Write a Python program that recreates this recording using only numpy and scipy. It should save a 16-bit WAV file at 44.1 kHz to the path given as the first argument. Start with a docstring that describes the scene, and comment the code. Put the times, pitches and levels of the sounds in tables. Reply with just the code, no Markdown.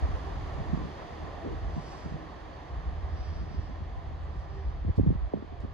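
"""A diesel railcar draws away from a country platform at steady speed: wheels roar, engine and gears sing
in thin lines; these and the upper engine orders fade, while the deep drone follows the bass swells.
From the start short gusts and buffets throb on the microphone; dull knocks join them, flanges hiss in the
curve, a bird whistles a run of notes and others peep. Near the end buffets and knocks crowd together and
a hand brushes the casing. Noise is coloured band by band; pulses and tones are enveloped sines."""
import sys
import numpy as np
from scipy import signal
from scipy.fft import rfft, irfft, next_fast_len
from scipy.io import wavfile
from scipy.ndimage import uniform_filter1d

SR = 44100
rng = np.random.default_rng(int(sys.argv[2]) if len(sys.argv) > 2 else 0)


def pcm_store(signal):
    """Save signal as 16-bit PCM."""
    levels = np.round(np.clip(np.atleast_2d(signal), -1, 1) * 32767)
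    wavfile.write(sys.argv[1], SR, levels.astype(np.int16).T)


N = 252693
TIME = np.arange(N) / SR
SIZE = next_fast_len(N, True)
BINS_HZ = np.maximum(np.arange(SIZE // 2 + 1) * SR / SIZE, 1)


def from_db(db):
    """Decibels to gain."""
    return 10 ** (np.asarray(db) / 20)


def rms_one(x):
    """Scale to rms 1."""
    return x / np.sqrt(np.mean(x ** 2) + 1e-20)


def at_hz(points):
    """A table over log frequency, read at every bin."""
    hz, value = np.transpose(points)
    return np.interp(np.log(BINS_HZ), np.log(hz), value)


def drift(rate_hz):
    """Slow chance with spread 1, changing about rate_hz times a second."""
    steps = rng.standard_normal(400)
    return rms_one(np.interp(TIME * 2 * rate_hz, np.arange(len(steps)), steps))


def swell(t, length):
    """A bell-shaped envelope with its crest at t = 0; length is two standard deviations."""
    return np.exp(-2 * (t / length) ** 2)


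def panned(x, pan_db):
    """Share a sound between the channels; pan_db is left minus right."""
    return x * from_db(np.array([[1], [-1]]) * pan_db / 2)


def around(s):
    """The samples within a fifth of a second of s, and their times from s."""
    near = slice(max(int(s * SR) - SR // 5, 0), int(s * SR) + SR // 5)
    return near, TIME[near] - s


def random_bins():
    """The spectrum of fresh white noise."""
    return rng.standard_normal(2 * len(BINS_HZ)).view(complex)


def stereo_noise(gain, alike, lead_rad=0):
    """Coloured noise of rms 1; the ports share one part, which reaches the right one later in phase."""
    alike = np.clip(alike, 0, .99)
    shared = random_bins()
    own = random_bins()
    right = alike * shared * np.exp(-1j * lead_rad) + np.sqrt(1 - alike ** 2) * own
    return rms_one(irfft(gain * np.array([shared, right]), SIZE)[:, :N])


def from_the_track(gain):
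    """Coloured noise from ahead left: partly direct, partly scattered by trees and platform."""
    # the train at the two ports: hz, likeness (-1..1)
    likeness = [(100, 0.75), (500, 0.76), (1000, 0.45), (1900, 0.44), (2600, 0.39), (4400, 0.61),
                (5800, 0.13), (7000, .65), (8300, 0.78), (10300, 0.51), (12000, 0.88)]
    # hz, left_minus_right_db
    lean = [(100, -1.5), (700, -1.5), (1350, -4.5), (2600, 1.1), (3500, -2), (4300, 0), (5200, -3),
            (7300, -2.5), (8800, -1), (10000, 2), (12000, 0)]
    # hz, left_lead_rad
    lead = [(100, -1.45), (500, 1.1), (1200, 1), (1500, 0.56), (2000, 0.24), (3200, 0.5), (4100, 0.84),
            (4800, -1.7), (5600, -3), (6400, 0.5), (7000, 0.5), (7800, 2.5), (9700, 3.5), (11700, 7)]
    return stereo_noise(panned(gain, at_hz(lean)), at_hz(likeness), at_hz(lead))


def wavering(x, depth_db=0.84, rate_hz=7, low_hz=400, count=8):
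    """Moving air lets neighbouring quarter-octave bands come and go, each in its own way."""
    spectrum = rfft(x, SIZE)
    out = x
    for k in range(count):
        band = np.maximum(1 - np.abs(4 * np.log2(BINS_HZ / low_hz) - k), 0)
        change = from_db(depth_db * drift(rate_hz)) - 1
        out = out + irfft(spectrum * band, SIZE)[:, :N] * change
    return rms_one(out)


def wheels(distance_db, flutter_db=.5, air_hz=5300, air_loss=0.76, hiss_fade=0.97):
    """Rough treads shake wheels and rails; with distance the air takes the top of the hiss first."""
    # wheel and rail roar: hz, relative_db_per_hz
    roar_colour = [(30, -41), (70, 2.5), (110, 1), (170, -3.5), (235, -4.5), (330, -3), (520, -4),
                   (740, -1.5), (900, -6.5), (985, -4.5), (1160, -6.5), (1370, -14), (1530, -15.5),
                   (1820, -10.5), (2500, -25), (4000, -66)]
    # the hiss above it: hz, relative_db_per_hz
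    hiss_colour = [(1300, -28.5), (2250, -2.5), (3300, 0.5), (4150, -5), (4650, -3), (5300, -9.5),
                   (6300, -10.5), (7400, -18.5), (8400, -21), (9400, -19), (10500, -27), (12500, -34.5),
                   (15500, -49)]
    roar_db, hiss_db = -41.5, -57   # rms at the starting distance
    # a little louder through the tightest part of the curve
    curve_s, curve_length_s, curve_db = 2.5, 1.1, 0.67

    boost_db = curve_db * swell(TIME - curve_s, curve_length_s)
    roar = wavering(from_the_track(from_db(at_hz(roar_colour))))
    roar = roar * from_db(roar_db + distance_db + boost_db + flutter_db * drift(18))
    hiss = from_the_track(from_db(at_hz(hiss_colour)))
    hiss = hiss * from_db(hiss_db + hiss_fade * distance_db)
    high_pass = signal.butter(2, air_hz, "high", fs=SR, output="sos")
    top = signal.sosfiltfilt(high_pass, hiss)
    return roar + hiss - top * (1 - from_db(air_loss * distance_db))


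def flanges(alike=0.73, left_lag_s=5.6e-5, pan_db=-1.0, chatter_db=1.0):
    """Each rub of flange on rail swells as high hiss, chattering as it grips and slips; right port first."""
    # rubs in the curve: crest_s, level_db, length_s, treble_db
    rubs = [(0.953, -66, 0.44, -6), (1.918, -58, 0.31, -1), (3.29, -58.5, 0.26, -13),
            (3.58, -63.5, 0.29, -11), (4.392, -69, 0.11, -4), (4.598, -68, 0.23, -11)]
    # hiss colour: hz, relative_db_per_hz
    rub_colour = [(1700, 1), (3300, -3), (4150, -7), (4650, 3), (5100, 1), (5400, -3.5), (5660, 2.5),
                  (5950, -6), (6400, -5), (6900, -14.5), (7500, -7), (8400, -15), (9400, -16.5),
                  (12000, -35.5), (15000, -52)]
    # where the treble setting acts: hz, share of treble_db (0..1)
    treble_share = [(5750, 0), (6000, 1), (8200, 0.83), (9100, .3), (11000, .8)]
    lead_rad = -2 * np.pi * BINS_HZ * left_lag_s
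    out = np.zeros((2, N))
    for s, db, length_s, treble_db in rubs:
        gain = from_db(at_hz(rub_colour) + treble_db * at_hz(treble_share))
        out += stereo_noise(gain, alike, lead_rad) * from_db(db) * swell(TIME - s, length_s)
    return panned(out * from_db(chatter_db * drift(20)), pan_db)


def engines(bass_db, distance_db, wander=0.01203, shimmer_db=1.5, fade=0.51, pan_db=-1.0):
    """Exhaust drones on orders of the firing rate; deep ones follow the bass, the top three fade away."""
    # drone: multiple_of_firing_rate, rms_db, share_of_bass_swells (0..1)
    orders = [(0.499, -51, 1), (0.752, -46, 0.99), (1, -44.5, 0.62), (1.499, -60.5, 0.33), (2, -56.5, 0.43),
              (4, -65, 0.029)]
    firing_hz = 78.67
    turns = np.cumsum(firing_hz * (1 + wander * drift(3.04))) / SR
    drone = np.zeros(N)
    for multiple, db, follows in orders:
        level_db = db + follows * bass_db + (0.5 - follows) * fade * distance_db
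        level_db = level_db + shimmer_db * drift(2.5)
        drone += from_db(level_db) * np.sin(2 * np.pi * (multiple * turns + rng.random()))
    return panned(np.sqrt(2) * drone, pan_db)


def thin_lines(distance_db, wander=.012, waver_db=6.5, fade=1.3, alike=.8, lead_rad=1.0, pan_db=-1.0):
    """Engine and gears sing in thin lines that waver, come and go in moving air and fade with distance."""
    # lines: pitch_hz, rms_db at the starting distance
    lines = [(307, -55.5), (393, -55), (685, -55), (790, -57), (1034, -60.5), (1130, -66.5), (1770, -74.5)]
    out = np.zeros((2, N))
    for hz, db in lines:
        phase = 2 * np.pi * np.cumsum(hz * (1 + wander * drift(9))) / SR
        scatter_rad = (1 - alike) * 2 * np.pi * drift(6)
        tone = np.sin([phase, phase - lead_rad + scatter_rad])
        out += from_db(db + fade * distance_db) * rms_one(from_db(waver_db * drift(7)) * tone)
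    return panned(out, pan_db)


def gusts(lead_rad=1.21, lead_spread_rad=0.74, pan_db=-2.0):
    """A short gust pushes and pulls on the ports for a few cycles, a little out of step between them."""
    # deep pressure bursts: crest_s, peak_db, pitch_hz, length_s
    bursts = [(0.039, -17.5, 67, 0.025), (0.104, -25.5, 72, 0.012), (0.142, -23, 63.5, 0.015),
              (0.301, -36, 62, 0.014), (0.447, -31, 59.6, 0.015), (0.554, -27, 63.5, 0.013),
              (0.614, -24, 69.3, 0.0082), (0.704, -29.5, 72, 0.064), (1.576, -30, 66, 0.012),
              (1.628, -29, 63.4, .025), (1.676, -29.5, 56, 0.033), (2.731, -28.5, 64.4, 0.029),
              (2.782, -33, 62, 0.018), (2.88, -22.5, 63, 0.025), (2.984, -29, 66, .016),
              (3.042, -24, 61, 0.015), (3.144, -28, 66.5, 0.023), (3.211, -29, 57, 0.021),
              (3.299, -26, 72, 0.02), (3.361, -27, 63, 0.014), (3.404, -27, 71, 0.027),
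              (3.589, -21, 65, 0.011), (3.82, -30, 70, 0.01), (3.978, -29, 64, 0.016),
              (4.078, -29, 60, 0.014), (4.135, -33, 67.3, 0.036), (4.226, -32, 64.3, 0.014),
              (4.382, -29.5, 62, 0.029), (4.584, -30, 62.3, 0.014), (4.682, -26, 57.64, 0.036),
              (4.82, -31, 66, .018), (4.872, -21.5, 80, 0.019), (4.903, -17, 72, 0.012),
              (4.99, -19, 83, 0.018), (5.013, -17.5, 80, 0.0099), (5.034, -19, 74, 0.0073),
              (5.09, -15.5, 72.7, 0.0092), (5.109, -20, 86, 0.0091), (5.158, -21, 68.4, 0.0063),
              (5.194, -26.5, 56.3, 0.031), (5.235, -25.5, 52.1, 0.049), (5.506, -35, 65, .012),
              (5.543, -33, 80.8, 0.01), (5.606, -32, 75, .012), (5.645, -29.5, 85, 0.015)]
    out = np.zeros((2, N))
    for (s, db, hz, length_s), (turn, skew) in zip(bursts, rng.random((len(bursts), 2))):
        near, t = around(s)
        phase = 2 * np.pi * (hz * t + turn)
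        right = phase - lead_rad - lead_spread_rad * (2 * skew - 1)
        out[:, near] += from_db(db) * swell(t, length_s) * np.sin([phase, right])
    return panned(out, pan_db)


def eddy(t, centre_hz, length_s):
    """A ragged burst of turbulence in both channels, shifted in phase; rms about 1 at its crest."""
    width_octaves, lead_rad = 1.22, 1.71
    tail = 1.28   # dies this much slower than it builds
    ragged_db, ragged_s = 3, .007   # depth and grain of the flutter
    edges_hz = centre_hz * 2 ** (np.array([-.5, .5]) * width_octaves)
    band = signal.butter(3, edges_hz, "band", fs=SR, output="sos")
    noise = signal.sosfilt(band, rng.standard_normal(SR // 2))
    turbulence = signal.hilbert(noise)[-len(t):]
    grain = np.interp((t - t[0]) / ragged_s, np.arange(200), rng.uniform(-1, 1, 200))
    envelope = swell(np.where(t > 0, t / tail, t), length_s) * from_db(ragged_db * grain)
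    burst = envelope * turbulence
    pair = np.real([burst, burst * np.exp(-1j * lead_rad)])
    return rms_one(pair) * np.sqrt(np.mean(envelope ** 2))


def buffets(breakup_db=-18.0, breakup_ratio=2.5, breakup_share=0.69):
    """A big eddy thumps on the ports and at its crest breaks up into a shorter, higher flutter."""
    # big eddies: crest_s, level_db, centre_hz, length_s, left_minus_right_db
    big_eddies = [(.021, -35, 141, 0.0086, -2), (.089, -33.5, 145, .012, 0), (.59, -36.5, 140, 0.032, 4),
                  (0.706, -36, 140, 0.012, 0), (.741, -25, 143, .009, -5), (0.8, -42, 217, 0.11, 2),
                  (.82, -34.5, 150, 0.0094, -2), (1.233, -39, 108, 0.023, -2),
                  (1.468, -35.5, 324, 0.037, 0), (1.518, -41, 282, 0.039, 3), (1.78, -34, 134, 0.017, -3),
                  (2.061, -41.5, 149, 0.029, 2), (2.135, -35.5, 115, 0.03, -3), (2.238, -53, 283, 0.077, 1),
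                  (3.42, -42.5, 130, 0.063, -3), (3.512, -38, 135, 0.0093, -5),
                  (3.55, -34.5, 144.5, 0.0077, 1), (3.594, -38, 140, 0.0099, -4), (3.7, -43, 170, 0.029, 0),
                  (3.82, -44, 129, 0.02, -1), (4.887, -34.5, 180, 0.017, 1), (5.0, -26.5, 150, .012, -3),
                  (5.045, -35, 159, 0.021, 2), (5.08, -30, 144, 0.029, -1), (5.372, -38.5, 161, 0.04, -1.5)]
    out = np.zeros((2, N))
    for s, db, centre_hz, length_s, pan_db in big_eddies:
        near, t = around(s)
        thump = eddy(t, centre_hz, length_s)
        flutter = from_db(breakup_db) * eddy(t, centre_hz * breakup_ratio, length_s * breakup_share)
        out[:, near] += panned(from_db(db) * (thump + flutter), pan_db)
    return out


def taps(settle_hz=140, glide_s=0.00335, lead_rad=2.02):
    """A knock is one short pressure pulse whose lows arrive last, so its pitch drops in a few cycles."""
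    # dull knocks of wind and fingers on the casing:
    # start_s, peak_db, start_hz, rise_s (half the time to the crest), left_minus_right_db
    knocks = [(.729, -22.5, 330, 0.003, -9), (.773, -24, 380, 0.0015, 0), (0.846, -30, 422, 0.0027, 1),
              (1.463, -33, 566, 0.0012, 7), (1.472, -28, 557, 0.0025, 0), (1.764, -29.5, 260, 0.0018, -4),
              (1.777, -26, 267.7, 0.003, 1.5), (2.058, -30, 302, 0.0019, -5), (2.121, -33, 360, 0.0014, -2),
              (2.155, -31, 330, 0.0019, 1), (4.847, -26.5, 400, 0.002, -3), (4.878, -29, 450, 0.0028, -5),
              (4.891, -25, 552, 0.0026, -3), (4.978, -16, 200, .0022, -1.5), (4.985, -22.5, 880, 0.0017, 1),
              (4.995, -13, 510, 0.0014, -1.5), (5.007, -17, 190, .0022, -6), (5.032, -25, 377, 0.0018, 0),
              (5.044, -31, 500, 0.0026, -9), (5.061, -21, 660, 0.003, 0), (5.068, -17.5, 328, 0.003, -2),
              (5.09, -24.5, 258, 0.0024, 0), (5.102, -18.5, 638, 0.0027, -1.5),
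              (5.114, -24, 260, 0.0029, 1), (5.126, -27.5, 380, 0.0011, -6),
              (5.149, -28.5, 340, 0.0025, -1), (5.335, -18.5, 1070, 0.0023, -3),
              (5.345, -30.5, 480, 0.0011, 2), (5.354, -28, 258, .002, -4), (5.371, -29.5, 640, 0.0011, -2),
              (5.423, -30, 600, 0.0016, -2), (5.444, -36, 600, 0.0012, -1), (5.522, -34, 470, 0.0015, -.5),
              (5.53, -39, 620, 0.001, 3), (5.634, -32.5, 450, 0.0018, 0), (5.646, -28.5, 559, 0.002, -0.5)]
    out = np.zeros((2, N))
    for s, db, start_hz, rise_s, pan_db in knocks:
        near, t = around(s)
        t = np.maximum(t, 0)
        glide = (start_hz - settle_hz) * glide_s * (1 - np.exp(-t / glide_s))
        phase = 2 * np.pi * (settle_hz * t + glide)
        envelope = (t / (2 * rise_s)) ** 2 * np.exp(2 - t / rise_s)
        out[:, near] += panned(from_db(db) * envelope * np.sin([phase, phase - lead_rad]), pan_db)
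    return out


def hand(alike=.1):
    """Skin slips on the casing in brief, bright scuffs."""
    # scuffs: crest_s, level_db, length_s, left_minus_right_db, top_hz
    scuffs = [(4.97, -65, 0.019, -8, 13000), (5.605, -56.5, 0.0011, -4, 15000),
              (5.624, -68, 0.022, -5, 8000)]
    # friction colour: hz, relative_db_per_hz
    friction_colour = [(2500, -1), (4700, 5), (6500, -6), (8200, -7), (10000, -14), (13000, -13),
                       (15000, -24)]
    friction = stereo_noise(from_db(at_hz(friction_colour)), alike)
    out = np.zeros((2, N))
    for s, db, length_s, pan_db, top_hz in scuffs:
        near, t = around(s)
        soften = signal.butter(4, top_hz, fs=SR, output="sos")
        envelope = panned(from_db(db) * swell(t, length_s), pan_db)
        out[:, near] += signal.sosfilt(soften, friction[:, near]) * envelope
    return out


def bird(start_hz=5650, end_hz=5050, glide_s=0.049, note_s=0.034, pan_db=8.0, count=7):
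    """A run of evenly spaced, equally loud thin whistles, each sliding down towards the same pitch."""
    song_start_s, note_gap_s, song_db = 2.058, .152, -75
    song = np.zeros(N)
    for k in range(count):
        near, t = around(song_start_s + k * note_gap_s)
        pitch_hz = end_hz + (start_hz - end_hz) * np.exp(-np.maximum(t, 0) / glide_s)
        tone = np.sin(2 * np.pi * np.cumsum(pitch_hz) / SR)
        song[near] += from_db(song_db) * swell(t - note_s, note_s) * tone
    # it comes from the side, so the ports hear it half a cycle apart
    return panned(song * np.array([[1], [-1]]), pan_db)


def chirps(length_s=0.038, alike=0.96):
    """Short peeps of other birds, each scattered into a narrow band by the trees."""
    # single calls: crest_s, rms_db, centre_hz, width_hz
    calls = [(2.55, -69, 4545, 170), (4.24, -84, 7400, 1100), (4.37, -84, 7280, 1100),
             (4.57, -87, 7210, 1100)]
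    out = np.zeros((2, N))
    for s, db, hz, width_hz in calls:
        call = stereo_noise(swell(BINS_HZ - hz, width_hz), alike)
        out += from_db(db) * swell(TIME - s, length_s) * call
    return out


def bass_level():
    """Each swell of engine drone and wind rumble rises, holds and drops to a slowly sinking calm; dB."""
    # deep bass swells: start_s, end_s, level_db
    swells = [(0.01, 0.82, -2), (1.54, 1.75, -1), (2.07, 2.153, -6.5), (2.777, 4.59, -3),
              (4.686, 4.88, -1.5), (5.01, 5.227, -1.5), (5.628, 5.734, -6.5)]
    calm_db, calm_fall_db_per_s = -9, 0.9
    rise_s, fall_s = 0.063, 0.049
    gains = []
    for start_s, end_s, db in swells:
        rise = swell(np.minimum(TIME - start_s, 0), 2 * rise_s)
        fall = swell(np.maximum(TIME - end_s, 0), 2 * fall_s)
        gains.append(from_db(db) * rise * fall)
    calm = from_db(calm_db - calm_fall_db_per_s * TIME)
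    return 20 * np.log10(np.maximum(np.max(gains, axis=0), calm))


def breeze(wind, alike=0.7, lead_rad=0.31, lump_s=0.024, surge_db=1.7, pan_db=-1.7):
    """Lumpy pressure on the ports, its strength following the wind."""
    # wind rumble: hz, relative_db_per_hz
    rumble_colour = [(8, -58), (20, -29), (28, -12), (38, 9.5), (60, 7.5), (82, 5.5), (100, 0), (118, -6),
                     (160, -8.5), (250, -26.5), (450, -53.5), (2000, -110)]
    rumble = stereo_noise(from_db(at_hz(rumble_colour)), alike, lead_rad)
    power = np.mean(rumble ** 2, axis=0)
    for _ in range(2):
        power = uniform_filter1d(power, max(int(lump_s * SR), 2))
    levelled = rumble / np.sqrt(power + 1e-20)
    return panned(levelled * wind * from_db(surge_db * drift(6.2)), pan_db)


def small_eddies(wind, spread_db=1.5, spread_octaves=0.26, pan_db=-4.0):
    """Light bumps ride on the wind, each with its own strength and pitch."""
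    eddies_per_s, base_db, base_hz, length_s = 8, -16.5, 115, .035   # base_db is relative to the wind
    out = np.zeros((2, N))
    for when, size, pitch in rng.random((int(eddies_per_s * N / SR), 3)):
        at = int(when * N)
        near, t = around(TIME[at])
        gain = wind[at] * from_db(base_db + spread_db * (2 * size - 1.5))
        centre_hz = base_hz * 2 ** (spread_octaves * (2 * pitch - 1))
        out[:, near] += gain * eddy(t, centre_hz, length_s)
    return panned(out, pan_db)


def scene():
    """Wheels, thin lines and upper engine orders fade with distance; wind and hand act at the microphone."""
    start_m, speed_m_per_s, ground_loss_db_per_m = 71.6, 15.9, 0.02
    rumble_db = -36.5   # wind at a bass level of 0 dB
    travelled_m = speed_m_per_s * TIME
    # spreading and ground loss
    distance_db = -20 * np.log10(1 + travelled_m / start_m) - ground_loss_db_per_m * travelled_m
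    bass_db = bass_level()
    wind = from_db(rumble_db + bass_db)
    train = wheels(distance_db) + flanges() + engines(bass_db, distance_db) + thin_lines(distance_db)
    at_the_ports = gusts() + buffets() + taps() + hand()
    return train + at_the_ports + bird() + chirps() + breeze(wind) + small_eddies(wind)


def record(dry, low_cut_hz=24, cutoff_hz=15600):
    """The microphone sheds the deepest bass; a steep low-pass cuts the top."""
    high_pass = signal.butter(2, low_cut_hz, "high", fs=SR, output="sos")
    low_pass = signal.ellip(10, .1, 80, cutoff_hz, fs=SR, output="sos")
    return signal.sosfilt(low_pass, signal.sosfilt(high_pass, dry))


dry = scene()
out = record(dry)
pcm_store(out)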